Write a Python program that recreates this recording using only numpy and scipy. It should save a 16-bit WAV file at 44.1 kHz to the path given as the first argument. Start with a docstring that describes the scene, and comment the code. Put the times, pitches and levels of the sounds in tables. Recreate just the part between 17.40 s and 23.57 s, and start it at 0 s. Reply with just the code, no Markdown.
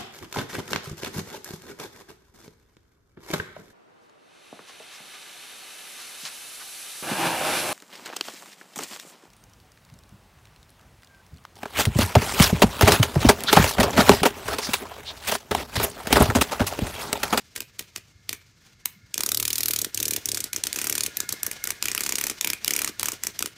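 """A cicada held by a bush cricket thrashes on a wooden floor indoors, close to a phone.
First scuffs, low bumps and single wing slaps; from 1.7 s rattling runs of about 36 beats/s, to the end.
Each slap is a crackle of noise and a falling knock of the board, then a soft flap and a rustle.
Dragging noise grows after 2.5 s; a faint whine of wavering narrow-band noise is strongest near 3.8 s.
Noise-burst echo, low rumble and hiss make up the room throughout."""
import sys
import numpy as np
from scipy import signal
from scipy.fft import rfft, irfft
from scipy.io import wavfile

SR = 44100
rng = np.random.default_rng(int(sys.argv[2]) if len(sys.argv) > 2 else 0)


def dump(signal):
    """Clip the signal to [-1, 1] and save it as 16-bit WAV at the path in sys.argv[1]."""
    limited = np.clip(np.atleast_2d(signal).T, -1, 1)
    pcm = np.round(limited * 32767).astype(np.int16)
    wavfile.write(sys.argv[1], SR, pcm)


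N = 272097
TIME = np.arange(N) / SR
LONG_HZ = np.fft.rfftfreq(N, 1 / SR)
BEAT = np.arange(2048) / SR  # time axis of one short sound, s
BEAT_HZ = np.fft.rfftfreq(len(BEAT), 1 / SR)
LEAD_S = .005  # time of the soft noise swell ahead of the impact

# wing slaps: t/s, level/dB, colour tips (body/dB, hollowness/dB, snap/dB, top/dB),
# rattle time before hold/ms, rustle re slap/dB, knock before gain/dB, flap delay/ms, flap/dB
SLAPS = [(0.1615, -2.5, 3, 3, 3.5, -3, 4.1, -8, -49.0, 29, -44),
         (0.2051, -1.5, 6, 3.5, -1, 2.5, 1.8, -12, -45, 16.0, -45),
         (0.3927, -1.5, 4, 5, 5.5, 0.0, 3.3, -13, -48, 16, -39),
         (0.5608, -3.5, 2.5, 1.5, 3, -7, 2, -9.5, -47.0, 16.4, -45),
         (0.8927, 1.6, -1, 2.5, 5.0, -1.5, 1.4, -16.0, -49, 19, -44),
         (0.929, -2, 3.5, 6, -5, 1, 3.4, -14, -45.0, 12.0, -53),
         (1.457, 6, -6.5, 2.5, 9, 4.5, 1.3, -35, -51.5, 11.0, -56),
         (1.7423, 2, -19, -6, -8, -8, 1.1, -17, -54, 18.6, -42.0),
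         (1.779, 4, 5, -0.5, 3, 1, 1.5, -13.5, -42.0, 19.3, -35.0),
         (1.8067, 4.5, 0.5, -3, 1.0, -3, 2.5, -21, -47, 11.0, -61),
         (1.8348, 4.5, 6, -3, 4, 2.5, 2.1, -25.0, -40.5, 10.5, -40.0),
         (1.8621, 5, -1, -13, 3, 1.5, 3.4, -20, -42.0, 18.6, -35.5),
         (1.8901, 4, 5, -6, 0, 3.5, 2.3, -21, -47, 32, -43),
         (1.9182, 7, -1.5, -7.5, 4, 2.5, 2, -39, -46.0, 14.0, -36.5),
         (1.9463, 6, -8, -9, 7, 1.5, 2.3, -37, -50, 16.0, -43),
         (1.9729, 6, -4, -11, 6.0, 3, 2.4, -38, -42, 18, -39),
         (1.9993, 5.5, -2.0, -4, 6.5, 3, 3.5, -37, -43, 20.4, -40),
         (2.0271, 4, 1, -8, 3, 1, 3.2, -35, -48, 16.0, -48.0),
         (2.0525, 5, -11, -2, 1.0, 1.5, 3.2, -23, -46, 35, -49.0),
         (2.0791, 5, -5.5, -5.5, -3, 0.5, 2.5, -22, -48, 25, -47),
         (2.104, 3, -2.0, -1, 15, 5, 3.5, -26, -43.0, 19, -58),
         (2.13, 5, -10, -10, 0.0, -1, 3.2, -19, -45.0, 16, -52.0),
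         (2.1561, 3, -6, -4.5, 6, 3, 4, -17, -49, 18.0, -48),
         (2.1815, 5.5, -11, -7, 2.0, 3.5, 4, -17, -47.0, 17.5, -43),
         (2.2061, 4, -2.0, -4, 7, 3, 3, -21, -44, 11.0, -57),
         (2.2321, 5.5, -2, -6, 5.0, 3, 3.2, -21, -48, 20, -39),
         (2.2577, 5.5, -6, -6, 3, 3.0, 2.7, -21, -44, 15, -51),
         (2.2831, 7.5, -1, -1, 5.0, 8.0, 3.9, -25.0, -44.0, 19.6, -33.5),
         (2.3086, 5.5, -10, -4, 6, 4, 3.8, -32, -46, 16.0, -56),
         (2.3348, 5.5, -1.5, 0, 6.5, 6.5, 3.8, -25.0, -44, 21, -44.0),
         (2.3612, 4.5, -10, -4.5, 1.0, -2, 2.7, -21, -44.0, 20.0, -43.0),
         (2.3885, 4.5, -7.0, -11, 6, 3, 3.2, -18, -43, 18, -50),
         (2.4164, 4.5, -10.5, -8, 0.0, 0.5, 2.8, -23, -44, 12.5, -34),
         (2.4458, 3, -4.5, -4, 3, -1, 3.3, -24, -42, 24, -31.5),
         (2.5456, 2.5, -17, -14, 2, 1.0, 2.7, -19, -47, 11.0, -46.0),
         (2.5747, 2.5, -11, 0.5, -1.0, -2.5, 2.8, -14, -44, 22.5, -39.0),
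         (2.6016, 3.5, -8.5, -11, 1, -1, 3.2, -20, -43.0, 13.0, -34),
         (2.6283, 5.5, -18, -1, -1.0, 3, 3.2, -21, -46.0, 14, -38),
         (2.6543, 4, -18, -11, 2.0, -3, 3.2, -20.0, -46.0, 14.0, -32.5),
         (2.6811, 4, -7.0, -4.0, -3, 1, 3.8, -27, -46.0, 14.5, -35),
         (2.7085, 5.5, -10, -7, 2, 4, 3.2, -18.0, -55, 14, -33),
         (2.7346, 3, -13, -4, 5, 1, 3.9, -22, -53, 15.5, -32),
         (2.763, 4, -7.5, -3.5, 1, 2, 3.4, -21, -44.0, 15.0, -32.5),
         (2.857, 4.5, -13, -8, -6.0, 0, 2.2, -20, -44, 12, -45),
         (2.8876, 3, -1, -9, 6, -1.0, 4.3, -29, -42, 19, -38),
         (2.917, 3, -17, -7, -3, -4.5, 3.7, -23, -44.0, 18, -34),
         (2.9456, 2.5, -6, -8, 2.0, 0.5, 3.8, -14, -45, 16.0, -40.0),
         (2.9725, 1.5, 0.5, -3.5, -1, -4, 4.4, -16.0, -44.0, 25, -41.0),
         (3.0042, 0.8, -9, -8, -4, -4, 3.4, -18, -48.0, 15.6, -42.0),
         (3.041, 1.2, -13, -17, 1.5, -2, 2, -20, -42.5, 22.0, -47),
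         (3.1314, 1.3, -2, -1, -3, -2, 2.4, -13.5, -52.0, 18, -40),
         (3.1622, 3, -4, -4, -2, -3.5, 3.1, -13.5, -45, 18.5, -35.0),
         (3.2375, 5, -2.5, -3, 5, -5, 1.6, -13.5, -51, 18, -37.0),
         (3.269, 3, -7, 1, 4.5, -1, 2.8, -18.0, -45.0, 17.5, -42),
         (3.3289, 1.5, -8, -4, -2, -1, 1.1, -10.5, -54.0, 17, -42),
         (3.3598, 1, 1.0, 4, -2.0, 0.5, 4.3, -9, -43.0, 15.6, -33),
         (3.3874, 1.2, 0, 3, -1, -1, 3.9, -10.0, -47, 15, -56),
         (3.4152, 1.7, 0, 5, -4, 0.5, 4.1, -12, -41.0, 18, -58),
         (3.4422, 1.5, 5, 3, -3, 3, 3.7, -10.0, -40.5, 22.0, -46),
         (3.4696, 3, 1.5, -3.0, -4.0, -1, 3.9, -15.0, -41, 14.0, -45),
         (3.4971, 6, 2, -1, -4, 4, 2.7, -16, -41, 17, -33.5),
         (3.5258, 3.5, -2, 3.5, -5, 0.5, 2.3, -18.0, -45, 12, -37),
         (3.5528, 3.5, 1, -2, 2, 1.5, 3.2, -16, -42, 15.6, -39),
         (3.5797, 4, -6, -1, 3.5, -0.5, 2.9, -15, -41, 23.0, -53),
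         (3.6074, 4.5, -9, -5, 2, -6, 2.3, -18, -48, 11.0, -38),
         (3.635, 4.2, -10, -15, 0.0, -4, 2.5, -14, -53, 14.0, -37),
         (3.6627, 3, -9, -2, 0, 0.5, 3.3, -19, -47, 20.4, -35),
         (3.7701, 5, 0.0, -2.5, 0.5, 9, 1.9, -25.0, -49.0, 18, -44),
         (3.8031, 4.5, -6.5, -7, -3, -2, 1.7, -22, -45.0, 32, -37),
         (3.8909, 1.8, -5.5, -9, -2, -2, 2.6, -15.0, -47.0, 16, -49),
         (3.9244, 3, -4, -12, 0, -1, 3, -16, -43.5, 14.0, -36.5),
         (4.0317, 5, -1.0, -1, -3, 6.5, 1.9, -19.0, -48, 14.0, -54),
         (4.0651, 3.5, -1, -3, -8, 2.5, 2.5, -18, -57, 14.0, -37),
         (4.1136, -1.5, 3, 0, -6, -2, 2.2, -9.5, -57, 14.0, -52),
         (4.2401, 3, 3.5, 0.0, -5, 6.5, 1.9, -11.5, -52, 16.0, -58),
         (4.273, 1.5, 6, -2, -8, 0.5, 2, -10.5, -47, 13.3, -39),
         (4.305, 4, 3, 3, -4, -0.5, 2, -15, -56, 22, -41),
         (4.4257, 4.5, -1, 0.5, 1.0, -2, 1.1, -10.5, -47, 19.0, -44),
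         (4.456, 3, -2, 6.0, -4, -5, 2.1, -14.5, -42, 10.1, -42),
         (4.4837, 3, 3.5, 8.0, -5, -2, 2.1, -11.5, -43.0, 14, -53),
         (4.5159, 0.9, -9, -1, -6, -8, 2.5, -11.5, -43.0, 11.0, -51.0),
         (4.549, 3.5, 5.5, -3, 2, 1.5, 1.7, -14.0, -45, 14.0, -55),
         (4.578, 4.5, 9.5, 6, 4, 3.5, 1.9, -13, -42.0, 12.0, -43),
         (4.607, 3, 2, -0.5, -3, -1.5, 3.1, -12, -41.0, 11, -45),
         (4.6353, 1.5, 1.0, -9, -1, -2.0, 3.1, -9.5, -46, 15, -43),
         (4.6628, 2.5, 2, -6, 2, -2, 3.8, -13.0, -42.5, 13.0, -45),
         (4.692, 3, 0, -4, -3, -4.5, 3.6, -12, -41.5, 17, -43),
         (4.723, 3.5, 1, -1, -2.0, -1.0, 2.2, -14, -46.0, 16.0, -32.5),
         (4.7554, 4, -4, -3, -3.0, -3.5, 2.2, -15.0, -49, 27, -35),
         (4.7839, 3, 0, 1, -3, -1.5, 3.6, -13, -50, 11, -59),
         (4.8117, 3.5, 6, 4, 4, 5.0, 2.8, -15, -43.0, 21.0, -64),
         (4.8393, 3.5, -1, 0.0, -3, -2.5, 2.2, -13, -43, 16, -37),
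         (4.8679, 3, 4, 0, -3.0, 0.0, 2.8, -12, -45.0, 16.0, -37.0),
         (4.8983, 2, 3.5, -3, 4, -2.5, 3.4, -10.5, -39, 17.8, -31.5),
         (5.011, 4.5, -4, 4.5, 6.5, -2.5, 1.5, -16, -50, 13, -43),
         (5.0458, 6, 2, 1, -1, 1, 2.4, -22, -42.0, 16.3, -36),
         (5.073, 4, 5, 8.0, 2, 3, 2.6, -16, -40.5, 11.6, -46),
         (5.1013, 5, 1, 1, 1, -1, 2.2, -22, -40.5, 14, -47),
         (5.1329, 2.3, 0, 7, 0.0, -0.5, 1.9, -21, -43, 11.0, -63),
         (5.246, 3, -5, 5.5, 3.5, 1.0, 1.3, -11, -64, 14, -59),
         (5.279, 8, -4.5, 4.5, -0.5, -1.5, 1.5, -18, -41, 13.0, -38),
         (5.3073, 5.5, -3.5, 4.5, -2, -2, 2.4, -15.0, -38, 14.0, -37),
         (5.3362, 5, -6, 0.5, -11, -2, 2.4, -10.0, -43.0, 16, -34),
         (5.3636, 5.5, -7, 0.5, -7, -2.0, 2.2, -12, -44, 20, -35),
         (5.3904, 3.5, 3.0, 7.5, -4, 3, 3.3, -14, -55, 20, -36.0),
         (5.418, 3.5, 5, 0, 1, 1.5, 2.9, -12, -49, 16, -42),
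         (5.4457, 4.5, 5, -1, 2.5, -1.5, 2.1, -14, -45, 19.0, -43),
         (5.4758, 0.5, 5.0, -2, -2, -5, 3.5, -7, -56, 20, -31.5),
         (5.596, 1.7, 5, -1, 9.5, 3, 1.5, -7.5, -51, 20, -39),
         (5.6307, 5, 6.5, 1, 0, 2.5, 2.1, -12.5, -48, 15, -44),
         (5.6573, 3, 3.5, 4, -6.0, -2, 2.5, -12, -49, 17, -50),
         (5.6847, 4, 3, 1.5, -6, 0.0, 3.1, -18, -45, 11.0, -48),
         (5.7192, -2, 1.5, -13, -6, -5, 2.6, -7, -50, 14.0, -34.0),
         (5.8356, 2.5, -0.5, 0.5, -4, 0.5, 2.1, -11.5, -57, 14.0, -45),
         (5.8692, 3.5, -5, -4, -5, -3, 2.1, -18, -45, 19, -39),
         (5.9913, 1.7, -6, -1, -7, -4, 1.8, -8.5, -52, 19, -37),
         (6.025, 4.5, 3.5, 3, -4.5, 0.5, 1.4, -31, -50, 19.3, -32.5),
         (6.0592, -1, 4, 4, 4, -5, 1.8, -12.5, -48, 15.0, -38.0)]
# colour of sliding membrane, claws and bodies: f/Hz, level/dB
RUSTLE_COLOUR = [(300, 0), (1000, -4.5), (2300, -1), (6000, -1), (10000, -4.5), (15000, -7)]


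def undb(db):
    """Decibels to gain."""
    return 10 ** (np.asarray(db) / 20)


def unit(x):
    """Scale to unit energy."""
    return x / np.sqrt(np.sum(x ** 2) + 1e-18)


def along(hz, points):
    """Read (Hz, dB) points on a log-frequency axis."""
    knots_hz, db = np.transpose(points)
    return np.interp(np.log(hz + 1), np.log(knots_hz), db)


def colour(x, db):
    """Causal minimum-phase filter with the given gain in each frequency bin of x."""
    cepstrum = irfft(np.log(undb(db)))
    half = len(cepstrum) // 2
    # fold the cepstrum onto positive time
    cepstrum[1:half] *= 2
    cepstrum[half + 1:] = 0
    return irfft(rfft(x) * np.exp(rfft(cepstrum)))


def steady(gain):
    """Noise of rms 1 with the given spectrum."""
    noise = rfft(rng.standard_normal(N))
    return unit(irfft(noise * gain, N)) * np.sqrt(N)


def walk(rate_hz):
    """Random levels joined by straight lines, rate_hz of them a second."""
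    return np.interp(TIME * rate_hz, np.arange(1024), rng.standard_normal(1024))


def add(track, s, sound):
    """Mix a sound into the track at time s."""
    start = max(int(s * SR), 0)
    part = sound[:max(N - start, 0)]
    track[start:start + len(part)] += part


def crackle(envelope, spread_db):
    """Dense clicks of uneven size under an envelope, at unit energy."""
    clicks = rng.standard_normal(len(BEAT))
    sizes = undb(spread_db * rng.standard_normal(len(BEAT)))
    return unit(envelope * clicks * sizes)


def swoop(from_hz, to_hz, length_s):
    """A few cycles gliding in pitch under a half-sine envelope."""
    u = np.minimum(BEAT / length_s, 1)
    phase = 2 * np.pi * np.cumsum(from_hz * (to_hz / from_hz) ** u) / SR
    return np.sin(phase) * np.sin(np.pi * u)


def wings(scuff_gain_db=12):
    """The dry, bright sounds: slap, return rustle, scuffing legs and wing tips."""
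    # legs and wing tips scuffing between the beats: t/s, level before gain/dB
    scuffs = [(0.152, -29), (0.175, -29), (0.384, -36), (0.422, -34), (0.552, -40), (0.65, -57),
              (0.68, -58), (0.755, -65), (0.80, -66), (1.085, -58), (1.11, -60), (1.205, -61)]
    out = np.zeros(N)
    for s, db, body_db, hollow_db, snap_db, top_db, rattle_ms, rustle_db, *_ in SLAPS:
        add(out, s - LEAD_S, undb(db) * slap(body_db, hollow_db, snap_db, top_db, rattle_ms))
        rustle_s = s + .009 + 0.0011 * rng.standard_normal()
        add(out, rustle_s, undb(db + rustle_db) * rustle(0.0094))
    for s, db in scuffs:
        add(out, s, undb(db + scuff_gain_db) * rustle(0.0047))
    return out


def slap(body_db, hollow_db, snap_db, top_db, rattle_ms, tick_s=0.00069, tick_gain=0.6,
         tick_top_db=-6, grain_db=0.86, hold=1.35, lift=1.3):
    """A faint noise swells in, a dull tick hits, then veins and membrane rattle out."""
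    # colour of a slap: f/Hz, level/dB
    wing_colour = [(200, -15), (500, -16), (850, -10.5), (1300, -5), (1800, -5), (2350, 0.5), (3000, -3.5),
                   (4200, -4), (6200, 2), (7600, -0.5), (9500, 0.5), (10400, -4), (11500, 0), (15000, -5)]
    since = BEAT - LEAD_S
    after = np.maximum(since, 0)

    lead_in_envelope = (since < 0) * np.exp(np.minimum(since, 0) / .0018)
    lead_in = undb(-20) * crackle(lead_in_envelope, 1)

    tick = crackle((1 - np.exp(-after / .0001)) * np.exp(-after / tick_s), 0)
    # the thick front edge sounds duller than the thin membrane
    tick = colour(tick, along(BEAT_HZ, [(5000, 0), (9000, tick_top_db)]))

    # the rattle holds while the wing lies on the board and stops as it lifts
    contact = after * 1000 / max(rattle_ms, .3)
    rattle = crackle((since >= 0) * np.exp(-(contact / hold) ** lift), grain_db)

    # the angle of the wing tips the colour of each blow
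    tip_db = along(BEAT_HZ, [(500, body_db / 2), (1300, body_db), (2400, hollow_db), (4000, snap_db),
                             (5800, 0.0057), (8000, 0.0042), (12000, top_db)])
    blow = tick_gain * tick + rattle + lead_in
    return unit(colour(blow, along(BEAT_HZ, wing_colour) + tip_db))


def rustle(length_s, uneven_db=4):
    """A short swell of membrane or claws sliding, its strength stepping every 1.5 ms."""
    u = BEAT / length_s
    swell = u * np.exp(-u ** 2)
    catches = undb(uneven_db * np.repeat(rng.standard_normal(len(BEAT) // 64), 64))
    return unit(colour(crackle(swell * catches, 1.4), along(BEAT_HZ, RUSTLE_COLOUR)))


def thuds(knock_gain_db=6, fan_gain_db=4.5):
    """Each beat bends the board (highs arrive first), fans the air and flaps back; soft bumps join."""
    # air fanned by the wings: t/s, level before gain/dB
    air = [(0.0, -65), (0.22, -61), (0.34, -66), (0.43, -60), (0.5, -63), (0.57, -53), (1.46, -62),
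           (1.49, -60), (1.56, -58), (1.65, -43), (1.7, -59), (1.89, -59), (1.94, -47), (2.08, -45),
           (2.16, -52), (2.34, -47), (2.54, -53), (2.59, -45), (2.75, -48), (2.82, -49), (2.89, -47),
           (3.01, -53), (3.09, -68), (3.16, -51), (3.33, -64), (3.59, -50), (3.86, -56), (3.9, -64),
           (4.4, -58), (4.45, -56), (4.74, -66), (4.81, -55), (4.91, -68), (5.14, -53), (5.24, -64),
           (5.29, -65), (5.59, -62), (5.64, -51), (5.95, -61), (6.03, -67), (6.17, -63)]
    # soft low bumps: t/s, nominal f/Hz, level/dB
    bumps = [(0.406, 95, -47), (0.625, 90, -52), (0.747, 90, -45), (1.555, 197, -51.5), (1.628, 103, -45),
             (3.908, 102, -42), (4.048, 103, -44), (4.437, 100, -42), (5.618, 84, -45), (6.01, 85, -45)]
    out = np.zeros(N)
    for s, *_, knock_db, flap_ms, flap_db in SLAPS:
        add(out, s, undb(knock_db + knock_gain_db) * swoop(558, 184, 0.00863))

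        pitch_chance, length_chance = rng.standard_normal(2)
        flap = swoop(680 * np.exp(0.13 * pitch_chance), 181, 0.00973 * np.exp(0.14 * length_chance))
        # start early: the delay points near the flap's middle
        add(out, s + flap_ms / 1000 - .0042, undb(flap_db) * flap)

        # level read near the middle of the puff
        fan_db = np.interp(s + 0.018, *np.transpose(air)) + fan_gain_db
        add(out, s, undb(fan_db) * swoop(128, 79, 0.037))
    for s, hz, db in bumps:
        add(out, s, undb(db) * swoop(hz * 0.95, hz * 0.98, 0.027))
    return out


def dragging(uneven_db=5.0, top_db=-8):
    """The two soft bodies slide over the wood in fits and starts, duller than the wings."""
    # bodies dragging over the wood: t/s, level/dB
    drag_level = [(0, -62), (1.7, -64.5), (2.5, -54), (3.2, -50), (3.75, -48.5), (4.15, -48), (4.4, -52),
                  (5.0, -49), (5.5, -50.5), (5.9, -51), (6.17, -55.5)]
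    spectrum_db = along(LONG_HZ, RUSTLE_COLOUR) + along(LONG_HZ, [(6000, 0.0078), (10000, top_db)])
    level_db = np.interp(TIME, *np.transpose(drag_level)) + uneven_db * walk(60)
    return steady(undb(spectrum_db)) * undb(level_db)


def room(x, build_s=0.0015):
    """Diffuse echo of a furnished room: noise bands, each decaying 60 dB in its own t60."""
    # echo bands: f/Hz, level/dB, t60/s
    echo_bands = [(100, -17.5, 0.9), (367, -10.5, 0.27), (925, -13, 0.2), (2060, -10, 0.33),
                  (5560, -16, 0.18), (10400, -14.5, 0.18), (14900, -17, 0.26)]
    t = TIME[:SR * 3 // 4]
    hz = np.fft.rfftfreq(len(t), 1 / SR)
    noise = rfft(rng.standard_normal(len(t)))
    centres = np.log([row[0] for row in echo_bands])
    build = 1 - np.exp(-(t / build_s) ** 2)
    echo = 0
    # triangular bands that crossfade on a log-frequency axis
    for share, (_, db, t60_s) in zip(np.eye(len(echo_bands)), echo_bands):
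        band = irfft(noise * np.interp(np.log(hz + 1), centres, share), len(t))
        decay = np.exp(-np.log(1000) * t / t60_s)
        echo = echo + undb(db) * band * unit(decay * build)
    return signal.fftconvolve(x, echo)[:N]


def whine(waver_db=3):
    """Narrow noise bands heard as tones, each wavering on its own in strength."""
    # tones: f/Hz, half-width at 1/e gain/Hz, relative level/dB
    whine_tones = [(1428, 44, -2), (1703, 130, 1.5), (2144, 75, 1)]
    # loudness of their sum: t/s, level/dB
    whine_level = [(0, -72.5), (1.0, -70.5), (1.7, -63.5), (2.4, -62), (3.1, -56), (3.6, -56),
                   (3.82, -46.5), (4.0, -49.5), (4.2, -49.5), (4.45, -54), (5.2, -57), (6.17, -62)]
    tones = np.zeros(N)
    for hz, width_hz, db in whine_tones:
        tone = steady(np.exp(-((LONG_HZ - hz) / width_hz) ** 2))
        tones += tone * undb(db + waver_db * walk(21))
    return unit(tones) * np.sqrt(N) * undb(np.interp(TIME, *np.transpose(whine_level)))


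def quiet(level_db=-60, waver_db=0.3):
    """Low rumble and faint hiss of the room, wavering a little."""
    # colour of the quiet room: f/Hz, relative level/dB
    quiet_colour = [(15, -53), (25, -6.5), (104, 8.5), (193, 0.5), (274, -6.5), (848, -24), (1300, -14),
                    (1900, -27.5), (2060, -12.5), (3090, -20), (4150, -14.5), (6380, -15.5), (10400, -35.5),
                    (14300, -34), (15500, -60)]
    return steady(undb(along(LONG_HZ, quiet_colour))) * undb(level_db + waver_db * walk(12))


def scene(side_db=-16):
    """The struggle is dead ahead; only a trace of the echo differs between the ears."""
    bright = wings() + dragging()
    direct = bright + thuds()
    mid = direct + room(direct) + whine() + quiet()
    side = undb(side_db) * room(bright)
    return np.array([mid + side, mid - side])


def record(dry, low_hz=32, top_hz=15400):
    """The phone drops the deepest rumble and cuts the top."""
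    low_cut = signal.butter(2, low_hz, "high", fs=SR, output="sos")
    top_cut = signal.ellip(8, .2, 70, top_hz, fs=SR, output="sos")
    return signal.sosfilt(top_cut, signal.sosfilt(low_cut, dry))


dry = scene()
out = record(dry)
dump(out)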